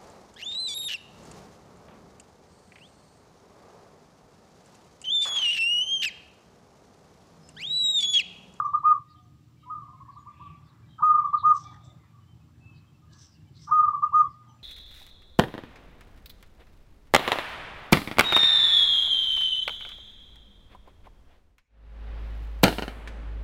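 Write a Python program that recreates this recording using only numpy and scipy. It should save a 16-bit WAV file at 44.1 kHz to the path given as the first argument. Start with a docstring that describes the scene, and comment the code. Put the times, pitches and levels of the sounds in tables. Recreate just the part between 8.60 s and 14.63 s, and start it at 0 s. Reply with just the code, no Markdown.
"""Brick porch: a caged dove coos a motif of six quick, almost pure notes, blurred by the near walls.
The motif comes three times, the first already under way. Each note is a sine swooping up and sagging.
A second dove answers softely from further off with a run of upward-breaking notes and echoes.
Small far birds chirp and call (gliding sines or noise bands); faint dry swishes and a soft knock pass.
Under it all: low rumble, faint hum, distant noise, open-air hiss and a speckle of faint random pips."""
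import sys
import numpy as np
from scipy import signal
from scipy.fft import rfft, irfft, next_fast_len
from scipy.io import wavfile

SR = 44100
rng = np.random.default_rng(int(sys.argv[2]) if len(sys.argv) > 2 else 0)


def int16_out(signal):
    """Quantize to a 16-bit WAV file."""
    q = np.round(np.clip(np.atleast_2d(signal).T, -1, 1) * 32767)
    wavfile.write(sys.argv[1], SR, q.astype(np.int16))


N = 265909
TIME_S = np.arange(N) / SR

# Near dove, notes of one motif: start_s in phrase, length_s, swoop_s (time constant),
# top_hz, end_hz (both before sag), level_db
MOTIF = [(0, 0.11, 0.005, 1254, 1227, -13), (0.12, 0.027, 0.0016, 1234, 1130, -12.5),
         (0.1593, 0.033, .0029, 1218, 1132, -13.5), (0.219, .036, .0047, 1208, 1040, -13),
         (0.3078, 0.035, 0.0052, 1234, 1151, -12.5), (0.407, 0.14, 0.0096, 1257, 1040, -13.5)]
# Near dove, each singing of the motif: start_s, time_stretch, level_db
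PHRASES = [(-.1805, .998, .7), (2.4145, 1.002, 1.0), (5.1035, 1.013, .7)]
# Faint multiples of the coo's pitch: multiple, level_db
PITCH_MULTIPLES = [(2, -57), (3, -67.5), (4, -70.5), (5, -55.5), (6, -69.5), (7, -72.5)]
# Near dove, pitch and envelope of a note
ONSET_HZ, SAG_HZ_PER_S, DROP_POWER, ATTACK_S, RELEASE_POWER = 600, 261, 5, .0025, 7.6
# Near dove, throat resonance; silent lead-in so the first phrase can start before time 0
THROAT_HZ, THROAT_HALF_WIDTH_HZ, LEAD_S = 1296, 85, .2
# Reflections from wall, roof and floor: delay_ms, level_db
WALLS = [(9.94, -2.4), (19.6, -7.4), (35.3, -7.3), (44.0, -17.1), (58.47, -16.9), (83.8, -25.9),
         (99.0, -28.8)]
# Faint echoes from the houses across the yard: delay_ms, level_db
YARD_ECHOES = [(205, -46), (290, -46)]

# Rumble spectrum: frequency_hz, density_db (relative, per Hz)
RUMBLE_SPECTRUM = [(15, -52), (25, -22.5), (43, -25), (62, -12), (75, 1.5), (134, 1), (157, 2.5),
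                   (198, -13), (258, -18), (302, -10.5), (329, -15), (450, -29), (580, -57.5), (990, -120)]
# Rumble level: time_s, level_db
RUMBLE_LEVEL = [(0, -53.5), (.4, -57.5), (.47, -60.5), (.54, -56), (1.0, -57), (1.79, -54.5), (1.87, -49),
                (2.03, -54.5), (2.4, -54), (2.9, -50.5), (2.98, -55.5), (3.11, -50.5), (3.35, -55.5),
                (3.6, -57.5), (4.03, -54), (4.3, -54.5), (5.72, -53), (5.86, -60)]
# Hum partials: frequency_hz, level_db (rms, before waver)
HUM = [(118.4, -64), (218.2, -75), (238.9, -76.5), (297.7, -73.5), (596, -88.5)]
# Open-air spectrum: frequency_hz, density_db (relative, per Hz)
AIR_SPECTRUM = [(260, -43.5), (450, -8), (614, -12), (789, -13), (1150, -14), (1490, -18), (2000, -17.5),
                (2850, -15), (4440, -17.5), (6000, -19.5), (6610, -23.5), (7440, -18.5), (8370, -26.5),
                (12500, -29.5), (15300, -25.5)]
AIR_DB = -73
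# Distant outdoor noise bands: centre_hz, width_hz, level_db
DISTANT_BANDS = [(600, 130, -84), (800, 200, -79.5), (1146, 380, -74.5), (1660, 220, -83.5),
                 (2070, 430, -85.5)]
# Common level of those bands: time_s, level_db
DISTANT_LEVEL = [(0, -1), (.9, -8), (1.5, -0.5), (2.0, 2), (2.3, 0), (3.2, 4.5), (3.55, -1.5), (4.3, -2.5),
                 (4.65, 1), (5.0, -3.5), (5.7, -3), (6.0, 2)]

# Rough falling chirps of one small bird: start_s, start_hz, level_db
CHIRPS = [(0.485, 4690, -74.5), (.545, 3700, -80), (1.512, 4510, -78.5), (1.55, 3880, -81),
          (2.045, 4900, -80), (2.075, 4100, -80.5), (2.772, 4140, -60), (4.145, 4680, -75),
          (4.708, 5210, -74), (5.69, 5150, -79.5)]
CHIRP_S, CHIRP_FALL, CHIRP_ROUGHNESS = .062, .13, .19  # fall: fraction of start pitch
# Short and longer far calls, among them a soft coo near 3.04 s:
# start_s, length_s, pitch_hz, level_db, roughness (0-1)
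FAR_CALLS = [(0.554, 0.14, 724, -75.5, 0), (.55, 0.053, 3130, -80, 0.06), (.62, 0.033, 6200, -80, 0.02),
             (0.982, 0.082, 3090, -79, 0.1), (1.0, 0.074, 3800, -83, 0.08), (1.219, 0.21, 718, -79.5, .06),
             (1.583, 0.047, 6850, -78, 0.02), (1.671, 0.088, 2240, -77.5, 0.34),
             (1.726, 0.27, 2545, -72, 0.22), (1.767, 0.16, 3150, -74.5, 0.46),
             (2.256, 0.12, 3800, -79, 0.12), (2.28, 0.12, 3170, -75.5, 0.08), (2.99, 0.25, 799, -69, 0.2),
             (3.014, 0.16, 3530, -69, 0.13), (3.045, 0.041, 1176, -47.5, 0.03),
             (3.042, 0.066, 2320, -68, 0.03), (3.207, 0.13, 3620, -72, 0.11),
             (3.222, 0.13, 637, -72.5, 0.33), (3.521, 0.099, 1155, -70, 0.09), (3.39, .08, 2020, -78, .06),
             (3.605, 0.049, 2970, -79, 0.01), (3.67, 0.082, 3080, -78, 0), (4.005, 0.17, 2607, -68.5, 0.04),
             (4.415, .065, 1220, -73, .04), (4.476, 0.18, 1648, -74.5, 0.1),
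             (5.878, 0.058, 5990, -79, 0.04), (5.88, 0.047, 3040, -79.5, 0.1),
             (5.868, 0.11, 878, -71, 0.12), (5.93, 0.053, 7200, -84, .05),
             (5.988, 0.022, 2590, -75.5, 0.12)]
FAR_CALL_FALL, GLIDE_ARCH = .025, .02  # fractions of start pitch; the arch serves all glides

# Far dove, notes: start_s, length_s, break_s (time of upward break), top_hz, end_hz, level_db
FAR_COOS = [(1.025, 0.034, 0.0032, 1262, 1220, -54.5), (1.055, 0.062, 0.0091, 999, 1034, -46),
            (1.095, 0.049, 0.0021, 1254, 1219, -31.5), (1.138, 0.0695, 0, 1212, 1182, -38),
            (1.213, 0.034, .004, 1136, 1100, -43), (1.272, 0.04, 0.017, 1140, 990, -51),
            (1.329, 0.033, 0.00092, 1068, 1030, -47), (1.398, 0.036, 0.01, 1130, 1030, -45),
            (1.477, 0.035, 0.012, 1201, 950, -42.5), (1.556, 0.04, .011, 1233, 970, -43.5),
            (1.656, 0.052, 0.014, 1216, 1077, -43), (1.794, 0.096, 0.017, 1175, 1094, -44),
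            (1.884, .034, 0, 1190, 1110, -50)]
# Far dove, echoes from porch and houses: delay_ms, level_db
FAR_ECHOES = [(10, -12.5), (21, -13), (36, -14.5), (62, -17), (88, -21.5), (205, -24), (290, -26.5)]
# Far dove, pitch and envelope of a note
FAR_ONSET_HZ, FAR_BREAK_WIDTH_S, FAR_DROP_POWER = 950, .0056, 3.5
FAR_ATTACK_S, FAR_RELEASE_POWER = .0089, 4.85

# Hoarse catches in the throat: start_s in phrase, length_s, start_hz, end_hz, level_db
CATCHES = [(-.036, .034, 1271, 1184, -35), (-.017, 0.023, 883, 1008, -33), (.005, .024, 1057, 1000, -28)]
# Resonances of their rasp: centre_hz, width_hz, level_db
CATCH_MODES = [(868, 160, -4), (1200, 310, 4), (1510, 120, -6)]
# Band of the catches: low_hz, high_hz
CATCH_BAND_HZ = (740, 1600)
CATCH_ROUGHNESS, CATCH_RASP_DB, CATCH_WALLS_DB = .041, -13, -10

# Dry swishes and one soft knock at 3.11 s: peak_s, rise_s, decay_s, resonance_hz at peak,
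# glide_hz_per_s, width_hz, level_db, hiss_db (relative to resonance)
STROKES = [(2.95, .012, .03, 7700, -2000, 600, -63, -21), (2.972, 0.026, 0.071, 5866, -2000, 1300, -57, 0),
           (3.08, 0.058, .06, 4500, -6000, 1400, -69, -14),
           (3.114, .004, 0.044, 1030, -0.5, 400, -54.5, -30),
           (3.142, 0.014, 0.03, 1750, -2000, 495, -60.5, -14),
           (3.248, 0.014, .06, 7500, -3000, 704, -70, 1),
           (4.535, 0.025, .05, 4400, 6002, 1200, -66.5, -0.5),
           (4.625, 0.055, 0.063, 5700, -3000, 1100, -59, -1),
           (4.63, 0.065, .05, 3700, -3000, 1520, -72, -18),
           (4.972, 0.026, .06, 4300, 3997.5, 1400, -63.5, -10),
           (5.045, 0.041, 0.035, 5450, 3999, 799, -58.5, -1), (5.1, 0.018, .02, 5600, -2, 600, -65, -10.5)]
# Hiss spectrum of the strokes: frequency_hz, density_db (relative, per Hz)
STROKE_SPECTRUM = [(1200, -24), (1700, -12.5), (2400, -19), (3400, -4), (4600, -4.5), (6100, 3.5),
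                   (6700, -9), (7700, -3.5), (9500, -22.5), (13000, -35)]

CUTOFF_HZ = 15500


def from_db(db):
    """Decibels to gain."""
    return 10 ** (np.asarray(db) / 20)


def rms_one(x):
    """Scale to rms 1."""
    return x / np.sqrt(np.mean(x ** 2) + 1e-20)


def drift(rate_hz):
    """Slow random curve, rms 1: noise through a double one-pole low-pass, first second dropped."""
    pole = np.exp(-2 * np.pi * rate_hz / SR)
    noise = rng.standard_normal(N + SR)
    return rms_one(signal.lfilter([1], [1, -2 * pole, pole * pole], noise)[SR:])


def band_noise(hz, width_hz):
    """Noise in one resonance, rms 1."""
    edges_hz = np.clip([hz - width_hz / 2, hz + width_hz / 2], 20, .45 * SR)
    band = signal.butter(2, edges_hz, "band", fs=SR, output="sos")
    return rms_one(signal.sosfilt(band, rng.standard_normal(N)))


def gliding_band(hz, width_hz):
    """Noise in a resonance that follows a pitch curve, rms 1: two low-passed noises on a carrier."""
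    low_pass = signal.butter(3, np.clip(width_hz / 2, 20, 4000), fs=SR, output="sos")
    noise = rng.standard_normal((2, len(hz) + 2000))
    in_phase, quadrature = signal.sosfilt(low_pass, noise)[:, 2000:]  # filter run in
    phase = 2 * np.pi * np.cumsum(hz) / SR
    return rms_one(in_phase * np.cos(phase) + quadrature * np.sin(phase))


def coloured_noise(spectrum):
    """Noise with a given spectrum, rms 1; it falls away below the lowest listed frequency."""
    hz, density_db = np.transpose(spectrum)
    size = next_fast_len(N)
    bins_hz = np.maximum(np.fft.rfftfreq(size, 1 / SR), 1)
    gain = from_db(np.interp(np.log(bins_hz), np.log(hz), density_db))
    gain *= np.minimum(1, bins_hz / hz[0]) ** 2
    return rms_one(irfft(rfft(rng.standard_normal(size)) * gain, size)[:N])


def echoes(x, paths):
    """One delayed copy for each reflecting surface."""
    return sum(from_db(level_db) * np.interp(TIME_S - delay_ms / 1000, TIME_S, x, left=0)
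               for delay_ms, level_db in paths)


def diffuse(x, t60_s):
    """Countless dying reflections: convolution with a decaying noise tail of unit energy."""
    age_s = TIME_S[:SR]
    tail = rng.standard_normal(SR) * from_db(-60 * age_s / t60_s) * (1 - np.exp(-age_s / .01))
    return signal.fftconvolve(x, tail / np.sqrt(np.sum(tail ** 2)))[:N]


def near_notes():
    """The motif laid out for every phrase, shifted by the lead-in."""
    return [(LEAD_S + phrase_s + stretch * s, stretch * length_s, swoop_s, top_hz, end_hz,
             phrase_db + note_db)
            for phrase_s, stretch, phrase_db in PHRASES
            for s, length_s, swoop_s, top_hz, end_hz, note_db in MOTIF]


def coo(notes):
    """Each note swoops up, sags and drops, loudest near the throat resonance; yields mask, level, phase."""
    for s, length_s, swoop_s, top_hz, end_hz, level_db in notes:
        on = (TIME_S > s) & (TIME_S < s + length_s)
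        age_s = TIME_S[on] - s
        part = age_s / length_s
        swoop = (top_hz - ONSET_HZ) * np.exp(-age_s / swoop_s)
        drop = (top_hz - end_hz) * part ** DROP_POWER
        hz = top_hz - swoop - SAG_HZ_PER_S * age_s - drop
        breath = (1 - np.exp(-age_s / ATTACK_S)) ** 2 * (1 - part ** RELEASE_POWER)
        throat = 1 / (1 + ((hz - THROAT_HZ) / THROAT_HALF_WIDTH_HZ) ** 2)
        yield on, from_db(level_db) * breath * throat, 2 * np.pi * np.cumsum(hz) / SR


def near_dove(multiples_db=-3.0, growth_db_per_s=15.0, flicker_db=6.5, lowest_hz=790):
    """Almost pure sine, no lows from a small throat; faint pitch multiples, stronger on the loud last note."""
    out = np.zeros(N)
    flicker = [from_db(flicker_db * drift(25)) for _ in PITCH_MULTIPLES]
    starts_s = LEAD_S + np.transpose(PHRASES)[0]
    phrase_start_s = starts_s[np.searchsorted(starts_s, TIME_S, "right") - 1]
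    growth = from_db(multiples_db + growth_db_per_s * (TIME_S - phrase_start_s))
    for on, level, phase in coo(near_notes()):
        multiples = sum(from_db(db) * waver[on] * np.sin(multiple * phase)
                        for (multiple, db), waver in zip(PITCH_MULTIPLES, flicker))
        fullness = level / level.max()  # multiples show at the height of a note
        out[on] += level * (np.sin(phase) + growth[on] * fullness * multiples)
    return signal.sosfilt(signal.butter(8, lowest_hz, "high", fs=SR, output="sos"), out)


def porch(x):
    """Near surfaces return the sound; on a gliding note the echoes beat against it."""
    return x + echoes(x, WALLS)


def background(lumps_db=2.5, hum_waver_db=3.5, hum_wander=.005):
    """A lumpy low rumble, a wavering hum of sines and the thin, steady hiss of the open air."""
    rumble_db = np.interp(TIME_S, *np.transpose(RUMBLE_LEVEL)) + lumps_db * drift(25)
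    rumble = coloured_noise(RUMBLE_SPECTRUM) * from_db(rumble_db)
    warped_s = np.cumsum(1 + hum_wander * drift(1)) / SR  # shared pitch wander
    hum = sum(np.sqrt(2) * from_db(db + hum_waver_db * drift(1.7)) * np.sin(2 * np.pi * hz * warped_s)
              for hz, db in HUM)
    return rumble + hum + from_db(AIR_DB) * coloured_noise(AIR_SPECTRUM)


def distant_noise(waver_db=3.5):
    """Faint outdoor noise swells and sinks, and each band also comes and goes on its own."""
    bands = sum(from_db(db + waver_db * drift(6)) * band_noise(hz, width_hz)
                for hz, width_hz, db in DISTANT_BANDS)
    return bands * from_db(np.interp(TIME_S, *np.transpose(DISTANT_LEVEL)))


def speckle(count=70, low_hz=1500, high_hz=4200, level_db=-82, spread_db=2):
    """Faint random pips speckling the background: start_s, length_s, pitch_hz, fall, level_db, roughness."""
    when, size, pitch, slide, loud = rng.random((count, 5)).T
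    hz = low_hz * (high_hz / low_hz) ** pitch
    length_s = .025 + .05 * size
    pip_db = level_db + spread_db * (2 * loud - 1)
    return list(zip(when * N / SR, length_s, hz, .05 * slide, pip_db, .08 * size))


def glides(calls, blur, hoarse_at):
    """Short pitch glides; the rougher one is, the more of it is smeared into a noise band at its pitch."""
    out = np.zeros(N)
    for s, length_s, start_hz, fall, level_db, rough in calls:
        on = (TIME_S > s) & (TIME_S < s + length_s)
        part = (TIME_S[on] - s) / length_s
        hz = start_hz * (1 - fall * part + GLIDE_ARCH * np.sin(np.pi * part))
        hoarse = np.clip(rough / hoarse_at, 0, 1)
        tone = np.sqrt(1 - hoarse) * np.sin(2 * np.pi * np.cumsum(hz) / SR)
        noise = np.sqrt(hoarse / 2) * gliding_band(hz, blur * rough * start_hz)
        out[on] += from_db(level_db) * np.sqrt(np.sin(np.pi * part)) * (tone + noise)
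    return out


def far_calls_and_speckle(blur=0.8, hoarse_at=0.12, direct_db=8.5, wet_db=0.0, chirp_wet_db=-5.5,
                          t60_s=0.77):
    """The chirping bird is nearer and drier; far calls and speckle ring on between the houses."""
    chirp_rows = [(s, CHIRP_S, hz, CHIRP_FALL, db, CHIRP_ROUGHNESS) for s, hz, db in CHIRPS]
    call_rows = [(s, length_s, hz, FAR_CALL_FALL, db, rough)
                 for s, length_s, hz, db, rough in FAR_CALLS]
    chirps = glides(chirp_rows, blur, hoarse_at)
    others = glides(call_rows + speckle(), blur, hoarse_at)
    ringing = diffuse(from_db(chirp_wet_db) * chirps + from_db(wet_db) * others, t60_s)
    return from_db(direct_db) * (chirps + others) + ringing


def far_dove(direct_db=2.5, echo_db=0.0, wet_db=-4.5, t60_s=0.59, rough=.005, lowest_hz=880):
    """Each note starts low, breaks upwards and drops; distance roughens it and the houses scatter it."""
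    out, tremble = np.zeros(N), drift(70)
    for s, length_s, break_s, top_hz, end_hz, level_db in FAR_COOS:
        on = (TIME_S > s) & (TIME_S < s + length_s)
        age_s = TIME_S[on] - s
        part = age_s / length_s
        low = (1 - np.tanh((age_s - break_s) / FAR_BREAK_WIDTH_S)) / 2
        drop = (top_hz - end_hz) * part ** FAR_DROP_POWER
        hz = (top_hz - (top_hz - FAR_ONSET_HZ) * low - drop) * (1 + rough * tremble[on])
        breath = (1 - np.exp(-age_s / FAR_ATTACK_S)) * (1 - part ** FAR_RELEASE_POWER)
        out[on] += from_db(level_db) * breath * np.sin(2 * np.pi * np.cumsum(hz) / SR)
    out = signal.sosfilt(signal.butter(8, lowest_hz, "high", fs=SR, output="sos"), out)
    scattered = from_db(echo_db) * echoes(out, FAR_ECHOES) + from_db(wet_db) * diffuse(out, t60_s)
    return from_db(direct_db) * out + scattered


def catches():
    """Before the voice locks on, its pitch glides and trembles, with a rasp in the throat resonances."""
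    rasp = rms_one(sum(from_db(db) * band_noise(hz, width_hz) for hz, width_hz, db in CATCH_MODES))
    out, tremble = np.zeros(N), drift(130)
    for phrase_s, _, _ in PHRASES:  # those of the first phrase fall before time 0
        for s, length_s, start_hz, end_hz, level_db in CATCHES:
            on = (TIME_S > phrase_s + s) & (TIME_S < phrase_s + s + length_s)
            part = (TIME_S[on] - phrase_s - s) / length_s
            hz = (start_hz + (end_hz - start_hz) * part) * (1 + CATCH_ROUGHNESS * tremble[on])
            voice = np.sin(2 * np.pi * np.cumsum(hz) / SR) + from_db(CATCH_RASP_DB) * rasp[on]
            out[on] += from_db(level_db) * np.sin(np.pi * part) ** 2 * voice
    out = signal.sosfilt(signal.butter(4, CATCH_BAND_HZ, "band", fs=SR, output="sos"), out)
    return out + from_db(CATCH_WALLS_DB) * echoes(out, WALLS)


def swell(peak_s, rise_s, decay_s):
    """A smooth rise to a peak, then an exponential decay."""
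    from_peak_s = TIME_S - peak_s
    return np.exp(-(np.minimum(from_peak_s, 0) / rise_s) ** 2 - np.maximum(from_peak_s, 0) / decay_s)


def swishes_and_knock(grain_db=2.4, glide_s=0.17, hiss_power=1.4):
    """Grainy swishes and a soft knock: a gliding noise resonance, with hiss flaring at the height."""
    out, hiss = np.zeros(N), coloured_noise(STROKE_SPECTRUM)
    grain = from_db(grain_db * drift(90))
    for s, rise_s, decay_s, hz, glide_hz_per_s, width_hz, level_db, hiss_db in STROKES:
        force = swell(s, rise_s, decay_s)
        path_hz = hz + glide_hz_per_s * np.clip(TIME_S - s, -glide_s, glide_s)
        stroke = force * gliding_band(path_hz, width_hz)
        flare = from_db(hiss_db) * force ** hiss_power * hiss
        out += from_db(level_db) * grain * (stroke + flare)
    return out


def scene(dove_db=1.04, yard_db=-31.0, yard_t60_s=0.86, tail_waver_db=3.0):
    """The dove under the porch roof, its echoes and faint wavering tail in the yard, and all further off."""
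    lead = int(LEAD_S * SR)
    sung = np.pad(porch(near_dove())[lead:], (0, lead))
    dove = from_db(dove_db) * sung + catches()
    yard = echoes(dove, YARD_ECHOES) + from_db(yard_db) * diffuse(dove, yard_t60_s)
    yard = yard * from_db(tail_waver_db * drift(25))
    outdoors = background() + distant_noise() + far_calls_and_speckle() + far_dove()
    return (dove + yard + outdoors + swishes_and_knock())[None]


def record(dry):
    """A 2 ms fade-in and a steep low-pass."""
    fade = np.sin(np.pi / 2 * np.minimum(TIME_S / .002, 1)) ** 2
    return signal.sosfilt(signal.ellip(10, .1, 80, CUTOFF_HZ, fs=SR, output="sos"), fade * dry)


dry = scene()
out = record(dry)
int16_out(out)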